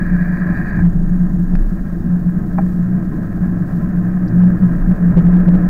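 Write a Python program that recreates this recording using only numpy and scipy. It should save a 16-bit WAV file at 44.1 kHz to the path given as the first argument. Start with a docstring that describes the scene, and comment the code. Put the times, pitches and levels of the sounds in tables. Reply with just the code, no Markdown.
"""A low, swelling hum: an electric bike rolls along a street at night, its tyres shaking an on-board camera.
Wind buffets the microphone. Early on a brake rasps and lets go with a thump; loose parts knock a few times.
Halfway through, the motor's drone comes up, sags, then climbs as the bike gathers speed.
The loudest swells overload the camera, whose own faint hiss and buzz lie under everything."""
import sys
import numpy as np
from scipy.fft import rfft, irfft, next_fast_len
from scipy.io import wavfile
from scipy.ndimage import map_coordinates

SR = 44100
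rng = np.random.default_rng(int(sys.argv[2]) if len(sys.argv) > 2 else 0)


def generate_wav(signal):
    """Clip the signal to [-1, 1] and save it as 16-bit WAV at the path in sys.argv[1]."""
    frames = np.transpose(np.atleast_2d(signal))
    scaled = np.clip(frames, -1, 1) * 32767
    pcm = np.round(scaled).astype(np.int16)
    wavfile.write(sys.argv[1], SR, pcm)


N = 250929
TIME = np.arange(N) / SR

# Roughness of the asphalt. Each row: time in seconds, level in dB at which it keeps the mount humming.
ROUGHNESS = [(0.1, -18.5), (0.7, -23.5), (1.25, -19), (2.0, -21.5), (2.55, -18.5), (3.2, -20.5), (4.3, -19),
             (5.69, -19.5)]
# Tone of tread patter and brake scrape. Each row: frequency in Hz, relative level in dB.
SCRAPE_SPECTRUM = [(250, -36), (480, -8), (600, 1.5), (800, -4.5), (1500, -2), (1850, 1), (2050, -8.5),
                   (2450, -7.5), (2850, -15), (4500, -25.5), (7000, -60)]


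def mount_hum(mode_hz=176.53, width_hz=48, wander_hz=3.5, flutter_db=5, max_swing=0.76):
    """The road keeps the camera mount ringing at one low mode, which swells with every bump."""
    # Uneven patches of road. Each row: centre in seconds, peak in dB, length in seconds.
    bumps = [(0.145, -9, 0.045), (0.22, -7.5, 0.028), (0.49, -12.5, 0.08), (0.855, -5.5, 0.08),
             (1.14, -8.5, 0.051), (1.23, -7.5, 0.056), (1.35, -7, 0.026), (1.53, -11, 0.052),
             (2.145, -9, 0.093), (2.28, -7.5, 0.043), (2.37, -11, 0.028), (2.64, -9.5, 0.092),
             (2.8, -11, 0.13), (2.93, -12, 0.071), (3.43, -9.5, 0.049), (3.62, -7, 0.019),
             (3.99, -10, 0.041), (4.14, -14, 0.25), (4.425, -4.5, 0.16), (4.648, -3.5, 0.05),
             (4.91, -6.5, 0.056), (5.06, -6, 0.11), (5.185, -2.5, 0.045), (5.266, -5, 0.049),
             (5.355, -6, 0.115), (5.488, -2.5, 0.045), (5.55, -4.5, 0.055), (5.64, -8, 0.073)]
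    pitch_hz = mode_hz + wander_hz * wobble(16)
    asphalt = amp(curves(ROUGHNESS)[0] + flutter_db * wobble(26))
    swing = np.minimum(np.hypot(asphalt, swells(bumps)), max_swing)
    ring = swing * np.sin(2 * np.pi * np.cumsum(pitch_hz) / SR)
    # the mode needs a few cycles to build up and to die away
    return filtered(ring, lambda f: 1 / (1 + ((f - mode_hz) / width_hz) ** 4))


def tyres(roll_db=-21.5, drum_db=-48.5, drum_hz=430, drum_width_hz=220):
    """The tyres rumble, their casings drum and the tread patters on the asphalt; all grow with speed."""
    # The bike slows, then gathers speed. Each row: time in seconds, tread level in dB.
    pace = [(0, -41.5), (0.7, -40.5), (1.0, -43), (2.2, -43), (3.6, -40), (4.7, -38), (5.69, -34.8)]
    # Tone of the rumble. Each row: frequency in Hz, relative level in dB.
    roll_spectrum = [(30, -31.5), (60, -2.5), (100, 1.5), (135, 4), (160, 10), (178, 6), (200, 10),
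                     (222, 4.5), (255, -2), (290, 0), (328, 0.5), (365, -13), (415, -12.5), (480, -21.5),
                     (800, -23), (1500, -55.5)]
    tread_db, = curves(pace)
    rough_db, = curves(ROUGHNESS)
    faster_db = tread_db - tread_db.mean()
    rougher_db = rough_db - rough_db.mean()
    roll_gain = amp(roll_db + 0.3 * faster_db + 0.36 * rougher_db + 1.35 * wobble(13))
    roll = roll_gain * coloured(noise(), roll_spectrum)
    casing = unit(filtered(noise(), lambda f: resonance(f, drum_hz, drum_width_hz) ** 3))
    drum = amp(drum_db + 2.1 * faster_db) * casing
    tread_gain = amp(tread_db + 1.2 * wobble(45))
    patter = coloured(housing(grains(rate=5000, spread_db=0.5)), SCRAPE_SPECTRUM)
    return roll + drum + tread_gain * patter


def wind(throb_hz=27, wander_hz=3, throb_lift_db=4.5):
    """Slow eddies push on the microphone, over a deep throb that swells in the gusts."""
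    # Air on the microphone. Each row: time in seconds, buffet level in dB.
    airflow = [(0, -33), (0.6, -31), (1.4, -26.5), (2.1, -31.5), (3.2, -33), (4.4, -33), (5.1, -26.5),
               (5.69, -23.5)]
    # Gusts. Each row: centre in seconds, peak in dB, length in seconds.
    gusts = [(0.14, -18, 0.16), (1.03, -15, 0.35), (1.6, -10, 0.16), (4.83, -13, 0.12)]
    # Tone of the buffeting. Each row: frequency in Hz, relative level in dB.
    buffet_spectrum = [(10, -12), (25, 3.5), (43, 12.5), (58, 4.5), (110, -8), (300, -53)]
    eddy_db, = curves(airflow)
    pitch_hz = throb_hz + wander_hz * wobble(14)
    throb = unit(np.sin(2 * np.pi * np.cumsum(pitch_hz) / SR))
    depth = np.hypot(amp(eddy_db + throb_lift_db + 3 * wobble(26)), swells(gusts, edge=1.3))
    eddies = amp(eddy_db + 2 * wobble(9)) * coloured(noise(), buffet_spectrum)
    return depth * throb + eddies


def motor(second_db=-12, third_db=-19, flutter_db=4.1):
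    """The motor under load: a low, unsteady drone with two weak overtones."""
    # The motor's run. Each row: time in seconds, pitch in Hz, level in dB.
    run = [(2.6, 126, -49), (2.9, 122, -24), (3.1, 120, -30), (3.25, 99, -36.5), (3.6, 108, -33.5),
           (4.2, 113, -28), (4.7, 122, -25.5), (5.1, 129, -31.5), (5.69, 154, -32)]
    pitch_hz, db = curves(run)
    phase = 2 * np.pi * np.cumsum(pitch_hz * (1 + .02 * wobble(30))) / SR
    drone = np.sin(phase) + amp(second_db) * np.sin(2 * phase) + amp(third_db) * np.sin(3 * phase)
    return amp(db + flutter_db * wobble(14)) * unit(drone)


def brake(start_db=-34, squeeze_db_per_s=5, let_go_s=0.80, release_s=0.048):
    """The pad catches and slips in dense grains and the disc rings faintly, both rising until release."""
    # Tone of the pad's rasp. Each row: frequency in Hz, relative level in dB.
    pad_spectrum = [(450, -42), (600, -11), (1000, -15.5), (1400, -11), (1700, 5), (1880, 2), (2030, -9.5),
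                    (2400, -3), (2850, -28.5), (5600, -30.5)]
    # High modes of the disc. Each row: frequency in Hz, width in Hz, relative level in dB.
    modes = [(3920, 220, -3.5), (4400, 130, -5), (4610, 210, 0)]
    # The pad grabs with a lower scrape. Each row: centre in seconds, peak in dB, length in seconds.
    grabs = [(0.48, -35.5, 0.15)]
    squeeze_db = squeeze_db_per_s * np.minimum(TIME, let_go_s)
    rasp = coloured(housing(grains(rate=3200, spread_db=0)), pad_spectrum)
    scrape = coloured(housing(noise()), SCRAPE_SPECTRUM)
    disc = filtered(noise(), lambda f: sum(amp(db) * resonance(f, hz, w) ** 2 for hz, w, db in modes))
    ringing = amp(-38.5 + 1.5 * squeeze_db + 4 * wobble(30)) * unit(disc)
    held = np.clip(1 - (TIME - let_go_s) / release_s, 0, 1)
    chatter = amp(start_db + 1.26 * wobble(50))
    return held * chatter * (amp(squeeze_db) * rasp + ringing) + swells(grabs) * scrape


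def frame_thump(centre_s=0.807, peak_db=-14.5, half_length_s=0.042):
    """The whole frame gives a dull thump as the brake lets go."""
    push = amp(peak_db) * np.exp(-((TIME - centre_s) / half_length_s) ** 2)
    spectrum = [(25, -11.5), (60, -7), (95, 0), (140, -6), (320, -16), (600, -67), (1500, -75)]
    return push * coloured(noise(), spectrum)


def knocks(crack_t60=0.015):
    """Each contact rings the loose parts briefly; hard ones favour high modes and add a bright crack."""
    # Contacts. Each row: start in seconds, gain in dB, time to ring down 60 dB in seconds,
    # hardness as a tilt in dB per octave, crack in dB relative to that gain.
    contacts = [(0.790, -22, 0.023, 5, -29), (1.553, -20.5, 0.0096, 12, -6.5), (1.86, -34, 0.019, 8.5, -27),
                (2.289, -32, 0.019, 8, -27), (2.581, -18, 0.014, 3, -28), (2.585, -13, 0.025, 1, -36),
                (2.5889, -19, 0.054, -4, -40.5)]
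    # Modes of the loose parts. Each row: frequency in Hz, relative level in dB.
    part_modes = [(650, -3.5), (770, -4.5), (825, -2.5), (1030, -5.5), (1350, -8.5), (1590, -11),
                  (1820, -14), (2330, -23.5)]
    # Tone of the crack. Each row: frequency in Hz, relative level in dB.
    crack_spectrum = [(600, -13), (1300, 6.5), (1900, -3), (2400, 0.5), (3400, -12), (5000, -10),
                      (6000, -26.5), (8000, -27.5), (12000, -44)]
    rings, crack_gain = np.zeros((2, N + SR))
    t = np.arange(SR // 8) / SR
    for s, db, t60, tilt, crack_db in contacts:
        start = round(s * SR)
        modes = [(hz, amp(level + tilt * np.log2(hz / 1000) + rng.normal())) for hz, level in part_modes]
        ring = sum(gain * np.sin(2 * np.pi * hz * t + rng.uniform(0, 2 * np.pi)) for hz, gain in modes)
        rings[start:][:len(t)] += amp(db - 60 * t / t60) * ring * (1 - np.exp(-t / .0005)) ** 2
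        crack_gain[start:][:len(t)] += amp(db + crack_db - 60 * t / crack_t60) * (1 - np.exp(-t / .0003))
    return rings[:N] + crack_gain[:N] * coloured(noise(), crack_spectrum)


def grit(t60=0.034):
    """A small stone, flicked by a tyre, ticks against the bike."""
    # Stone hits. Each row: start in seconds, level in dB.
    hits = [(4.279, -51), (4.283, -51)]
    ticks = sum((TIME >= s) * amp(db - 60 * np.abs(TIME - s) / t60) for s, db in hits)
    spectrum = [(2500, -24), (4300, -1.5), (5200, 3.5), (6300, -10.5), (8000, -29.5)]
    return ticks * coloured(noise(), spectrum)


def electronics(frame_hz=30.05, buzz_hz=6700, hiss_db=-59.5, surge_s=0.62, surge_every_s=1.035):
    """The camera buzzes faintly with each picture it takes; its hiss lifts about once a second."""
    # Strength of the buzz. Each row: time in seconds, level in dB.
    buzz_levels = [(0, -74.5), (1.2, -68.5), (1.9, -74), (5.69, -74)]
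    # Tone of the hiss. Each row: frequency in Hz, relative level in dB.
    hiss_spectrum = [(100, -1.7), (3000, -0.1), (5000, 1.3), (7500, -1), (9000, -2), (11300, -1),
                     (12300, 1.6), (15700, 3)]
    gate = (.5 + .5 * np.cos(2 * np.pi * frame_hz * TIME)) ** 3
    buzz = unit(gate * filtered(noise(), lambda f: resonance(f, buzz_hz, width=600) ** 2))
    surge = np.abs(np.cos(np.pi * (TIME - surge_s) / surge_every_s)) ** 20
    hiss = amp(hiss_db + 2 * surge + 1.1 * wobble(60)) * coloured(noise(), hiss_spectrum)
    return amp(curves(buzz_levels)[0]) * buzz + hiss


def housing(x):
    """Vibration heard through the resonances of the camera housing."""
    # Housing modes. Each row: frequency in Hz, width in Hz, gain in dB.
    modes = [(584, 76, 0.5), (699, 57, 0.5), (1033, 70, 0), (1284, 100, -2), (1614, 150, -1.5),
             (1870, 180, -13)]
    power = lambda f: sum(np.abs(amp(db) * resonance(f, hz, width)) ** 2 for hz, width, db in modes)
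    return filtered(x, lambda f: np.sqrt(power(f)))


def grains(rate, spread_db):
    """Tiny random impacts of uneven size, rate a second."""
    return unit((rng.random(N) < rate / SR) * noise() * amp(spread_db * noise()))


def swells(rows, edge=3.0):
    """A rounded rise and fall of gain for each row of centre time, peak dB and length."""
    return sum(amp(db) * .5 ** (np.abs(2 * (TIME - s) / length) ** edge) for s, db, length in rows)


def curves(rows):
    """One value per sample for each column after the time."""
    s, *cols = np.transpose(rows)
    return [np.interp(TIME, s, c) for c in cols]


def wobble(rate):
    """A smooth random curve, rate knots a second."""
    return map_coordinates(rng.standard_normal(4000), [TIME * rate], mode="wrap")


def coloured(x, spectrum):
    """x shaped by (Hz, dB) points and falling steeply above the last, at rms 1."""
    hz, db = np.transpose(spectrum)
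    fall = lambda f: np.maximum(f / hz[-1], 1) ** -4
    return unit(filtered(x, lambda f: amp(np.interp(np.log(f + 1), np.log(hz), db)) * fall(f)))


def filtered(x, response):
    """x through a complex frequency response."""
    m = next_fast_len(N + SR // 2)
    return irfft(rfft(x, m) * response(np.fft.rfftfreq(m, 1 / SR)), m)[:N]


def resonance(f, hz, width):
    """Response of one damped mode."""
    return 1j * f * width / (hz * hz - f * f + 1j * f * width)


def noise():
    """Fresh white noise."""
    return rng.standard_normal(N)


def amp(db):
    """Decibels to gain."""
    return 10 ** (np.asarray(db) / 20)


def unit(x):
    """x scaled to rms 1."""
    return x / np.sqrt(np.mean(np.abs(x) ** 2) + 1e-20)


def scene():
    """Everything reaches the one microphone through the frame or the air close by."""
    ride = mount_hum() + tyres() + motor() + brake() + wind()
    return (ride + knocks() + grit() + frame_thump() + electronics())[None]


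def record(dry, offset=-0.028, ceiling=0.705, top_hz=15720):
    """The camera's input sits off centre and crackles on the tallest swells; the top treble is cut."""
    clipped = np.clip(dry[0] + offset, -ceiling, ceiling)
    return filtered(clipped, lambda f: f < top_hz)[None]


dry = scene()
out = record(dry)
generate_wav(out)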